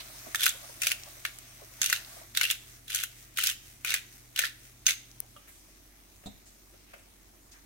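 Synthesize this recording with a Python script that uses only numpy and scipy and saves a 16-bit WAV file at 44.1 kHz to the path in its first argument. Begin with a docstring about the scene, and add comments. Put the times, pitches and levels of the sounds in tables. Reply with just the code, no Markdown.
"""In a kitchen, a pepper mill is twisted in ten quick strokes over a pan of gently frying roux.
Turning teeth break chips off the corns, grit is crushed between them and whole corns crack: all are
noise bursts coloured by resonances. The sizzle is random grains and flickering hiss, freshened by a spoon
that squelches in the paste. A motor drones; the hob hums until its relay clicks open. Then the mill
is set down on the counter, with light knocks and rustles about it."""
import sys
import numpy as np
from scipy import signal
from scipy.fft import rfft, irfft, next_fast_len
from scipy.io import wavfile

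SR = 44100
rng = np.random.default_rng(int(sys.argv[2]) if len(sys.argv) > 2 else 0)


def dump(signal):
    """Clip the signal to [-1, 1] and save it as 16-bit WAV at the path in sys.argv[1]."""
    limited = np.clip(np.atleast_2d(signal).T, -1, 1)
    pcm = np.round(limited * 32767).astype(np.int16)
    wavfile.write(sys.argv[1], SR, pcm)


N = 337666
TIME = np.arange(N) / SR   # s

# Spectrum of the room noise. Each row: frequency in Hz, relative density in dB per Hz.
ROOM_NOISE = [(25, -5.5), (50, -1), (70, -3), (92, 6), (115, -3.5), (160, -7.5), (230, -4), (330, -2),
              (480, -13), (900, -14), (2000, -24), (5000, -31.5)]
# Likeness of diffuse noise at the two microphones. Each row: frequency in Hz, left-right correlation.
CORRELATION = [(50, 0.74), (180, 0.88), (380, 0.37), (700, 0), (16000, 0)]
# Reverberation of the kitchen. Each row: frequency in Hz, time to fall by 60 dB in seconds.
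ROOM_T60 = [(200, .35), (1500, .36), (3000, .45), (8000, .38), (15000, .3)]
# Unequal colour of the two microphones. Each row: frequency in Hz, left minus right in dB.
MICROPHONE_DIFFERENCE = [(900, -1.5), (1450, 1), (1900, -1.5), (2450, 4.5), (2850, 1.5), (3650, -5.5),
                         (4250, -4), (5100, 3.5), (6300, -1), (8800, 2), (12500, -0.5), (15500, 2.5)]

# Spectrum of the sizzle. Each row: frequency in Hz, relative density in dB per Hz.
SIZZLE = [(500, -23.5), (900, -22), (1200, -7.5), (2100, -1), (2900, -5), (4800, -5), (6200, -0.5),
          (7500, -6), (8400, -2.5), (11000, -6), (12800, -4), (14200, -5.5), (16000, -6.5)]
# Lone bubbles bursting in the fat. Each row: start in seconds, level in dB, ring in Hz,
# left minus right in dB.
POPS = [(1.035, -38, 5580, 0), (1.3865, -37, 9000, 0), (2.048, -41, 3980, -1), (5.114, -48, 5500, 0),
        (5.2026, -26, 12400, 5)]
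# How hard the spoon pushes through the paste. Each row: time in seconds, level in dB.
STIRRING = [(0, -57), (.35, -56), (1.05, -59.5), (1.55, -63), (2.0, -59.5), (2.19, -58), (2.32, -68.5),
            (2.9, -70.5), (7.66, -71)]
# Spectrum of the dragged paste. Each row: frequency in Hz, relative density in dB per Hz.
PASTE = [(200, -9.5), (350, -1), (480, -10), (660, 7.5), (880, -6.5), (1150, 1), (1400, -2.5), (3000, -25),
         (6000, -32)]
# The loudest wet squelches. Each row: start in seconds, level in dB, pitch in Hz.
SQUELCHES = [(.258, -50, 689), (.268, -50.5, 298), (.544, -54, 555), (.637, -52, 690), (.692, -53.5, 543),
             (1.066, -53, 670), (1.613, -53.5, 633), (1.622, -56, 413), (2.167, -52.5, 670),
             (2.213, -53.5, 637)]
# Resonances of an air pocket. Each row: multiple of its pitch, lift in dB, Q.
POCKET = [(1, 37.5, 1.4), (1.75, 28.5, 8.8)]

# Soft rustles, and a brighter burst at the very start. 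Each row: start in seconds, level in dB, centre in Hz,
# length in seconds.
SCUFFS = [(0, -43, 3500, .016), (5.224, -61.5, 610, .02), (6.734, -59.5, 400, .02),
          (5.473, -59.5, 2120, 0.036), (5.474, -55.5, 12600, .036), (5.48, -63, 8340, .19),
          (6.453, -59.5, 7000, .06), (6.852, -66, 2360, .2), (7.513, -56, 6100, .03),
          (7.528, -63, 1830, 0.069)]
# Light knocks of kitchenware. Each row: start in seconds, level in dB.
KNOCKS = [(6.235, -57.5), (6.736, -64), (6.934, -47.5)]
# Resonances of the kitchenware. Each row: frequency in Hz, lift in dB, Q.
WARE = [(590, 24, 1.6), (1380, 15, 3), (2460, 17.5, 1.6)]
# Resonances of the hob's relay. Each row: frequency in Hz, lift in dB, Q.
RELAY = [(590, 23, 2.3), (1265, 27, 4.2), (3000, 22, 3.3)]
# Blows of the mill landing on the counter. Each row: start in seconds, gain on the modes in dB.
LANDINGS = [(6.259, 0), (6.27, -3)]
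# Modes of the counter. Each row: frequency in Hz, amplitude in dB, time to fall by 60 dB in seconds.
COUNTER = [(75.5, -47, 0.23), (118, -42.5, .17), (204, -42, 0.14), (262, -48, 0.12), (430, -50, 0.089),
           (605, -53, .063), (754, -45.5, .07), (964, -50.5, .06), (1230, -59, 0.049), (3560, -52, 0.072),
           (3850, -55, .09), (4040, -55, .11), (4230, -58, .08)]
# Resonances of the mill's base. Each row: frequency in Hz, lift in dB, Q.
BASE = [(128, 31, 1.8), (620, 23.6, 1.06), (3830, 19.7, 3.5), (7300, 13, 3)]

# Twists of the mill. Each row: start in seconds, end in seconds, effort in dB, treble lift in dB,
# typical ring of the burr in Hz.
TWISTS = [(.392, 0.489, -32.5, -2, 3380), (0.816, 0.918, -34.5, 0, 2700), (1.258, 1.268, -40.5, -7, 1710),
          (1.818, 1.967, -37.5, -1, 2900), (2.36, 2.534, -38, -3.5, 2780),
          (2.895, 3.036, -37.5, -1.5, 3090), (3.378, 3.505, -33, -1, 2950),
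          (3.857, 3.965, -34.5, -5.5, 2530), (4.37, 4.464, -35, -5, 1850),
          (4.874, 4.908, -29.5, -2.5, 2250)]
# Whole peppercorns cracking. Each row: start in seconds, relative level in dB, ring in Hz,
# extra low middle in dB, extra treble in dB.
CRACKS = [(0.3466, -22, 1770, 10.5, 1.5), (.356, -24.5, 3320, 2, 4), (0.4322, -20.5, 3300, 2, 6),
          (.439, -23, 2820, -7, 3), (0.4575, -20.5, 3600, -14, 5.5), (0.4636, -15.5, 2000, 8.5, -0.5),
          (0.4792, -28, 3640, 9, 3), (.491, -24, 7300, -4, 11), (0.8183, -23.5, 2650, -8, 4),
          (.834, -26, 2630, 6, 3), (.8687, -18, 2800, 1, 3), (0.9167, -21, 2800, 0.5, 2),
          (1.2505, -24, 2180, 6.5, -1.5), (1.816, -19, 6350, -2.5, 0), (1.83, -25, 5350, -3, 1),
          (1.8412, -24, 6650, 0, 2), (1.86, -22, 6400, -15, -2), (1.8983, -23.5, 6180, 11.5, 6.5),
          (1.9271, -17, 1530, 0.5, -4.5), (2.3494, -34, 3810, -1, -3), (2.372, -19, 3780, 1, -0.5),
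          (2.4117, -18, 2170, 0.5, -3.5), (2.432, -23, 3210, -4, -1), (2.4384, -23, 2760, 2.5, -3),
          (2.4509, -23, 2760, 1, -2.5), (2.5011, -22.5, 2760, -4, -3.5), (2.5098, -20, 3330, -0.5, 2.5),
          (2.88, -40.5, 3500, -5, 0), (2.9465, -23, 6340, 2, 8.5), (2.958, -26, 4300, 3, 10),
          (3.0353, -25, 2830, 5.5, 9), (3.3724, -28, 3000, -6, 0), (3.386, -23, 1510, 7, 1),
          (3.4375, -20.5, 2920, -5, 6), (3.4602, -27, 5340, -10, 1), (3.47, -20.5, 5640, -6, 3),
          (3.4977, -24.5, 3040, 4, 6), (3.8471, -26, 2400, 7, 4), (3.9043, -24.5, 4070, 0, 2),
          (3.94, -18.5, 1740, 1.5, 3), (4.3606, -29, 3000, -7, -3), (4.3904, -17.5, 3320, 5.5, 6),
          (4.437, -22.5, 1790, 13, -12), (4.45, -30, 1730, -2, -13), (4.866, -14, 6600, -8, -3),
          (4.8876, -24.5, 2340, -2, -8), (4.8946, -24.5, 3080, -1, 2), (4.9064, -24.5, 6100, -11, -6)]
# Broad colour of the mill. 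Each row: frequency in Hz, relative density in dB per Hz.
MILL = [(100, -10), (300, -5.5), (650, -8), (950, -32.5), (1220, -6.5), (1480, 1), (2200, 0), (3300, -0.5),
        (4800, -1.5), (6300, -1), (8500, -3.5), (11000, -3.5), (13000, -5.5), (16000, -8)]
# Resonances of the mill's housing. Each row: frequency in Hz, lift in dB, Q.
HOUSING = [(1496, 3, 16), (1890, 1.5, 27), (2210, 2.5, 26), (2750, 5, 34), (3680, 3, 15), (4670, -0.5, 25),
           (6280, 2, 18)]

ROOM_NOISE_DB = -62.5
MOTOR_HZ, MOTOR_DB, HOB_HZ, HOB_DB = 46.8, -63.5, 120.6, -63.5   # steady tones, dB rms
RELAY_S, RELAY_DB = 5.363, -50
CLACK_DB = -44.5   # the mill's base on the counter
# the sizzle dies down as the pan cools; stirring bares fresh fat (dB against the stirring)
SIZZLE_START_DB, COOLING_DB_PER_S, STIRRED_SIZZLE_DB = -55.5, 1.34, 5.5
SMALL_SQUELCH_HZ, SMALL_SQUELCH_DB = 786, -3.5   # typical pitch, mean level against the stirring
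EDGE_S = 0.0037   # the burr bites and lets go this fast
SLACK_DB, TAKE_UP_S, RUN_OUT_S = -4.5, 0.022, 0.042   # light scrape around each twist
TEETH_PER_S = 101
CHIP_DB, CHIP_SPREAD_DB, GRIT_DB = 3.5, 1.5, -2.5   # means against the effort, and spread of the chips
CUTOFF_HZ = 15850   # top of the microphones' range


def from_db(db):
    """Logarithmic level: decibels become an amplitude gain."""
    return 10 ** (np.asarray(db) / 20)


def rms_one(x):
    """Normalised power: the signal is scaled to rms 1."""
    return x / np.sqrt(np.mean(x ** 2) + 1e-20)


def at_hz(points, hz):
    """Logarithmic frequency scale: a table is read by straight lines along log frequency."""
    points = np.array(points, float)
    return np.interp(np.log(np.maximum(hz, 1)), np.log(points[:, 0]), points[:, 1])


def in_time(rows):
    """Linear interpolation: straight lines join rows of time and value."""
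    return np.interp(TIME, *np.transpose(rows))


def bins(size):
    """Discrete Fourier analysis: the frequencies of a real spectrum."""
    return np.fft.rfftfreq(size, 1 / SR)


def tint(x, curve_db):
    """Linear filtering: each frequency is weighted by a curve in dB; rms 1."""
    size = next_fast_len(x.shape[-1])
    spectrum = rfft(x, size) * from_db(curve_db(bins(size)))
    return rms_one(irfft(spectrum, size)[..., :x.shape[-1]])


def hump(hz, centre_hz, q):
    """Resonance: response peaks at 1 and falls on either side, faster for a higher Q."""
    return 1 / (1 + (2 * q * (hz - centre_hz) / centre_hz) ** 2)


def resonances(hz, modes):
    """Several resonances: their lifts add in dB."""
    return sum(db * hump(hz, centre_hz, q) for centre_hz, db, q in modes)


def add(out, s, sound):
    """Superposition: a sound is mixed in at time s."""
    i = int(np.clip(round(s * SR), 0, N - 1))
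    out[..., i:i + sound.shape[-1]] += sound[..., :N - i]


def stereo_noise(spectrum):
    """Diffuse field: noise at spaced microphones is alike only in the bass."""
    size = next_fast_len(N)
    mid, side = rfft(rng.standard_normal((2, size)))
    alike = np.clip(at_hz(CORRELATION, bins(size)), -.99, .99)
    pair = irfft(np.sqrt(1 + alike) * mid + np.sqrt(1 - alike) * side * [[1], [-1]], size)
    return tint(pair[:, :N], lambda hz: at_hz(spectrum, hz))


def grains(per_s, spread_db, decay_s):
    """Shot noise: random tiny bursts of unequal size, each dying quickly; rms 1."""
    hits = rng.random(N) < per_s / SR
    sizes = from_db(spread_db * np.minimum(rng.exponential(1, N), 2))
    power = signal.lfilter([1], [1, -np.exp(-2 / (decay_s * SR))], hits * sizes ** 2 + 1e-18)
    return rms_one(np.sqrt(power) * rng.standard_normal((2, N)))


def burst(curve_db, rise_s, hold_s, decay_s):
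    """Transient: coloured noise rises, holds and decays exponentially; rms 1 over its body."""
    t = np.arange(int((hold_s + 7 * decay_s) * SR) + 64) / SR
    shape = (1 - np.exp(-t / rise_s)) * np.exp(-np.maximum(t - hold_s, 0) / decay_s)
    sound = shape * tint(rng.standard_normal((2, len(t))), curve_db)
    return sound / np.sqrt(np.mean(sound[:, t < hold_s + decay_s] ** 2))


def struck(modes):
    """Modal decay: one blow rings damped sines, with random time offsets at each microphone."""
    t = TIME[:SR // 2]
    lags_s = rng.normal(0, 0.00029, (len(modes), 2, 1))   # shifts the phase of higher modes more
    sound = 0
    for (hz, db, t60), lag_s in zip(modes, lags_s):
        sound = sound + from_db(db - 60 * t / t60) * np.sin(2 * np.pi * hz * (t + lag_s))
    return sound


def flicker(x, depth_db, per_s):
    """Independent modulation: each frequency band swells and sinks on its own; rms 1."""
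    size, out = next_fast_len(N), 0
    centres = np.linspace(1000, 16000, num=16)   # Hz
    spectrum = rfft(x, size)
    for share in np.eye(len(centres)):
        band = irfft(spectrum * np.interp(bins(size), centres, share), size)[:, :N]
        steps = from_db(depth_db * rng.standard_normal(size=1000))
        out = out + band * np.interp(TIME * per_s, np.arange(len(steps)), steps)
    return rms_one(out)


def kitchen(x, near_db, room_db, near_s=0.0069, first_s=.003):
    """Reverberation: close reflections, then a tail whose bands decay at their own rates."""
    t = TIME[:int(.6 * SR)]
    arrived = t > first_s
    near = rng.standard_normal((2, len(t))) * np.exp(-t / near_s) * arrived
    edges, tail = np.geomspace(100, 17000, num=9), 0
    for low, high in zip(edges, edges[1:]):
        band_filter = signal.butter(2, [low, high], "band", fs=SR, output="sos")
        band = signal.sosfilt(band_filter, rng.standard_normal((2, len(t))))
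        t60 = at_hz(ROOM_T60, np.sqrt(low * high))
        tail = tail + band * from_db(-60 * t / t60) * arrived
    response = (from_db(near_db) * rms_one(near) + from_db(room_db) * rms_one(tail)) / np.sqrt(len(t))
    return x + signal.fftconvolve(x, response, axes=1)[:, :N]


def room_noise():
    """Ambient noise: a steady diffuse field, strongest in the bass."""
    return from_db(ROOM_NOISE_DB) * stereo_noise(ROOM_NOISE)


def tone(hz, db):
    """Simple harmonic motion: a sine of given rms level and random phase."""
    return np.sqrt(2) * from_db(db) * np.sin(2 * np.pi * (hz * TIME + rng.random()))


def motor_drone():
    """Periodic forcing: a motor drones throughout on one low tone."""
    return tone(MOTOR_HZ, MOTOR_DB)


def hob_hum():
    """Alternating force: the hob hums at twice the mains rate, fading fast once the relay opens."""
    return tone(HOB_HZ, HOB_DB) * np.clip((RELAY_S - TIME) / .02 + 1, 0, 1)


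def frying(crackle_db=-5, hiss_db=1.7):
    """Bubble noise: foam fizzes up and fades by bands, with fine crackle and a few larger pops."""
    crackle = tint(grains(per_s=320, spread_db=5.0, decay_s=0.00038), lambda hz: at_hz(SIZZLE, hz))
    hiss = flicker(stereo_noise(SIZZLE), depth_db=2.2, per_s=16)
    cooling = from_db(SIZZLE_START_DB - COOLING_DB_PER_S * TIME)
    freshened = from_db(in_time(STIRRING) + STIRRED_SIZZLE_DB)
    vigour = np.hypot(cooling, freshened)   # powers add
    out = vigour * (from_db(crackle_db) * crackle + from_db(hiss_db) * hiss)
    for s, db, ring_hz, left_right_db in POPS:
        colour = lambda hz: 24 * hump(hz, ring_hz, q=1.5)
        pop = burst(colour, rise_s=.0001, hold_s=.0012, decay_s=.0007)
        add(out, s, from_db(db + left_right_db * np.array([[.5], [-.5]])) * pop)
    return out


def spoon(paste_db=-2, count=90):
    """Viscous drag and cavity resonance: paste rubs and air pockets open, small ones at random."""
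    push_db = in_time(STIRRING)
    out = from_db(push_db + paste_db) * stereo_noise(PASTE)
    squelches = list(SQUELCHES)
    for when, size, pitch in rng.random((count, 3)):
        db = push_db[int(when * N)] + SMALL_SQUELCH_DB + 8 * (size - .5)
        squelches.append((when * N / SR, db, SMALL_SQUELCH_HZ * 2 ** (pitch - .5)))
    for s, db, pocket_hz in squelches:
        colour = lambda hz: resonances(hz / pocket_hz, POCKET)
        add(out, s, from_db(db) * burst(colour, rise_s=0.0016, hold_s=.012, decay_s=0.011))
    return out


def falling_pepper(fall_s=.24, scatter_s=0.09, level_db=-53.5):
    """Delayed impacts: the grounds of each longer twist patter into the pan after their fall."""
    landed = TIME - fall_s
    shower = 0
    for start, end, *_ in TWISTS:
        if end - start > .08:
            shower = shower + np.clip(np.minimum(landed - start, end - landed) / scatter_s + .5, 0, 1)
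    patter = grains(per_s=1500, spread_db=3, decay_s=.0007)
    return from_db(level_db) * shower * tint(patter, lambda hz: at_hz(SIZZLE, hz))


def rustles():
    """Short noises: soft rustles of friction, and a brighter burst at the very start, each gathered around one
    frequency."""
    out = np.zeros((2, N))
    for s, db, centre_hz, length_s in SCUFFS:
        colour = lambda hz: 14 * np.log10(hump(hz, centre_hz, q=1.8))
        add(out, s, from_db(db) * burst(colour, length_s / 10, length_s / 2, length_s / 2))
    return out


def knocks():
    """Damped impact: kitchenware knocks lightly through its broad resonances."""
    out = np.zeros((2, N))
    for s, db in KNOCKS:
        knock = burst(lambda hz: resonances(hz, WARE), rise_s=.001, hold_s=.007, decay_s=0.01)
        add(out, s, from_db(db) * knock)
    return out


def relay_click():
    """Impulsive excitation: the opening relay clicks through its resonances."""
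    out = np.zeros((2, N))
    click = burst(lambda hz: resonances(hz, RELAY), rise_s=.0005, hold_s=.004, decay_s=.0093)
    add(out, RELAY_S, from_db(RELAY_DB) * click)
    return out


def setting_down():
    """Impact of two bodies: the mill's base clacks once, and each landing rings the counter."""
    out = np.zeros((2, N))
    clack = burst(lambda hz: resonances(hz, BASE), rise_s=0.00088, hold_s=.008, decay_s=.012)
    add(out, LANDINGS[0][0], from_db(CLACK_DB) * clack)
    for s, db in LANDINGS:
        add(out, s, from_db(db) * struck(COUNTER))
    return out


def mill_colour(hz):
    """Source and resonator: whatever is crushed is coloured by the mill and its housing."""
    return at_hz(MILL, hz) + resonances(hz, HOUSING)


def effort(start, end, t=TIME):
    """Stick and bite: a light scrape swells, the burr bites and holds, then runs out; 0 to 1."""
    bite = np.clip(np.minimum(t - start, end - t) / EDGE_S, 0, 1)
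    scrape = np.clip(1 + np.minimum((t - start) / TAKE_UP_S, (end - t) / RUN_OUT_S), 0, 1)
    return np.maximum(bite, from_db(SLACK_DB) * scrape)


def splinter(ring_hz, low_db, treble_db, ring_db=8.5, ring_q=5):
    """Brittle fracture: a burst of about three milliseconds, its resonances varying by spot."""
    pitches = np.geomspace(1100, 16000, num=30)
    spot = np.column_stack([pitches, rng.normal(0, 2.5, len(pitches))])   # each spot of the burr differs
    own = [(1700, low_db), (3500, 0), (7000, treble_db - 1.5), (12000, treble_db + 0.7)]

    def colour(hz):
        """Combined response: lifts in dB add."""
        ring = ring_db * hump(hz, ring_hz, ring_q)
        return mill_colour(hz) + at_hz(own, hz) + at_hz(spot, hz) + ring
    return burst(colour, rise_s=0.00011, hold_s=.0026, decay_s=.0018)


def crumbling():
    """Granular crushing: fragments turn to grit while the burr turns."""
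    grit, out = grains(per_s=600, spread_db=2.5, decay_s=0.0021), np.zeros((2, N))
    for start, end, db, bright_db, _ in TWISTS:
        span = slice(int((start - TAKE_UP_S) * SR), int((end + RUN_OUT_S) * SR))
        colour = lambda hz: mill_colour(hz) + at_hz([(3500, 0), (9000, bright_db)], hz)
        crushed = effort(start, end, TIME[span]) * tint(grit[:, span], colour)
        add(out, span.start / SR, from_db(db + GRIT_DB) * crushed)
    return out


def chipping(low_db=-2, jitter=.12, pitch_spread=.04, count=20):
    """Repeated fracture: each tooth of the turning burr bites off a chip, a little early or late."""
    out = np.zeros((2, N))
    for start, end, db, bright_db, ring_hz in TWISTS:
        for tooth, (late, size, pitch) in enumerate(rng.standard_normal((count, 3))):
            s = start + (tooth + .5 + jitter * late) / TEETH_PER_S
            chip_hz = ring_hz * np.exp(pitch_spread * pitch)
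            chip = splinter(chip_hz, low_db, bright_db, ring_db=10.5, ring_q=6.0)
            chip_db = db + CHIP_DB + CHIP_SPREAD_DB * size
            add(out, s, effort(start, end, s) * from_db(chip_db) * chip)
    return out


def cracks(level_db=0.53):
    """Sudden release of strain: a whole corn gives way, shaking the burr and the housing."""
    out = np.zeros((2, N))
    for s, db, ring_hz, low_db, treble_db in CRACKS:
        add(out, s, from_db(db + level_db) * splinter(ring_hz, low_db, treble_db))
    return out


def radiated(force, corner_hz=1000, apart_hz=1100):
    """Small radiator: little bass is given off, and longer waves reach both microphones alike."""
    left, right = signal.sosfilt(signal.butter(2, corner_hz, "high", fs=SR, output="sos"), force)
    side_filter = signal.butter(1, apart_hz, "high", fs=SR, output="sos")
    side = signal.sosfilt(side_filter, (left - right) / 2)
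    return (left + right) / 2 + side * np.array([[1], [-1]])


def scene():
    """Superposition: mill and handled things reverberate, over the pan and the background."""
    background = room_noise() + motor_drone() + hob_hum()
    pan = frying() + falling_pepper() + spoon()
    handling = rustles() + knocks() + relay_click() + setting_down()
    things = kitchen(handling, near_db=-10.0, room_db=-8.0)
    mill = kitchen(radiated(cracks() + chipping() + crumbling()), near_db=-8, room_db=-14.5)
    return background + pan + things + mill


def record(dry):
    """Transducer response: each microphone has its own colour, and the top is cut."""
    size = next_fast_len(N + SR // 10)
    tilt = from_db(at_hz(MICROPHONE_DIFFERENCE, bins(size)) * np.array([[.5], [-.5]]))
    heard = irfft(rfft(dry, size) * tilt, size)[:, :N]
    return signal.sosfilt(signal.ellip(10, .3, 70, CUTOFF_HZ, fs=SR, output="sos"), heard)


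dry = scene()
out = record(dry)
dump(out)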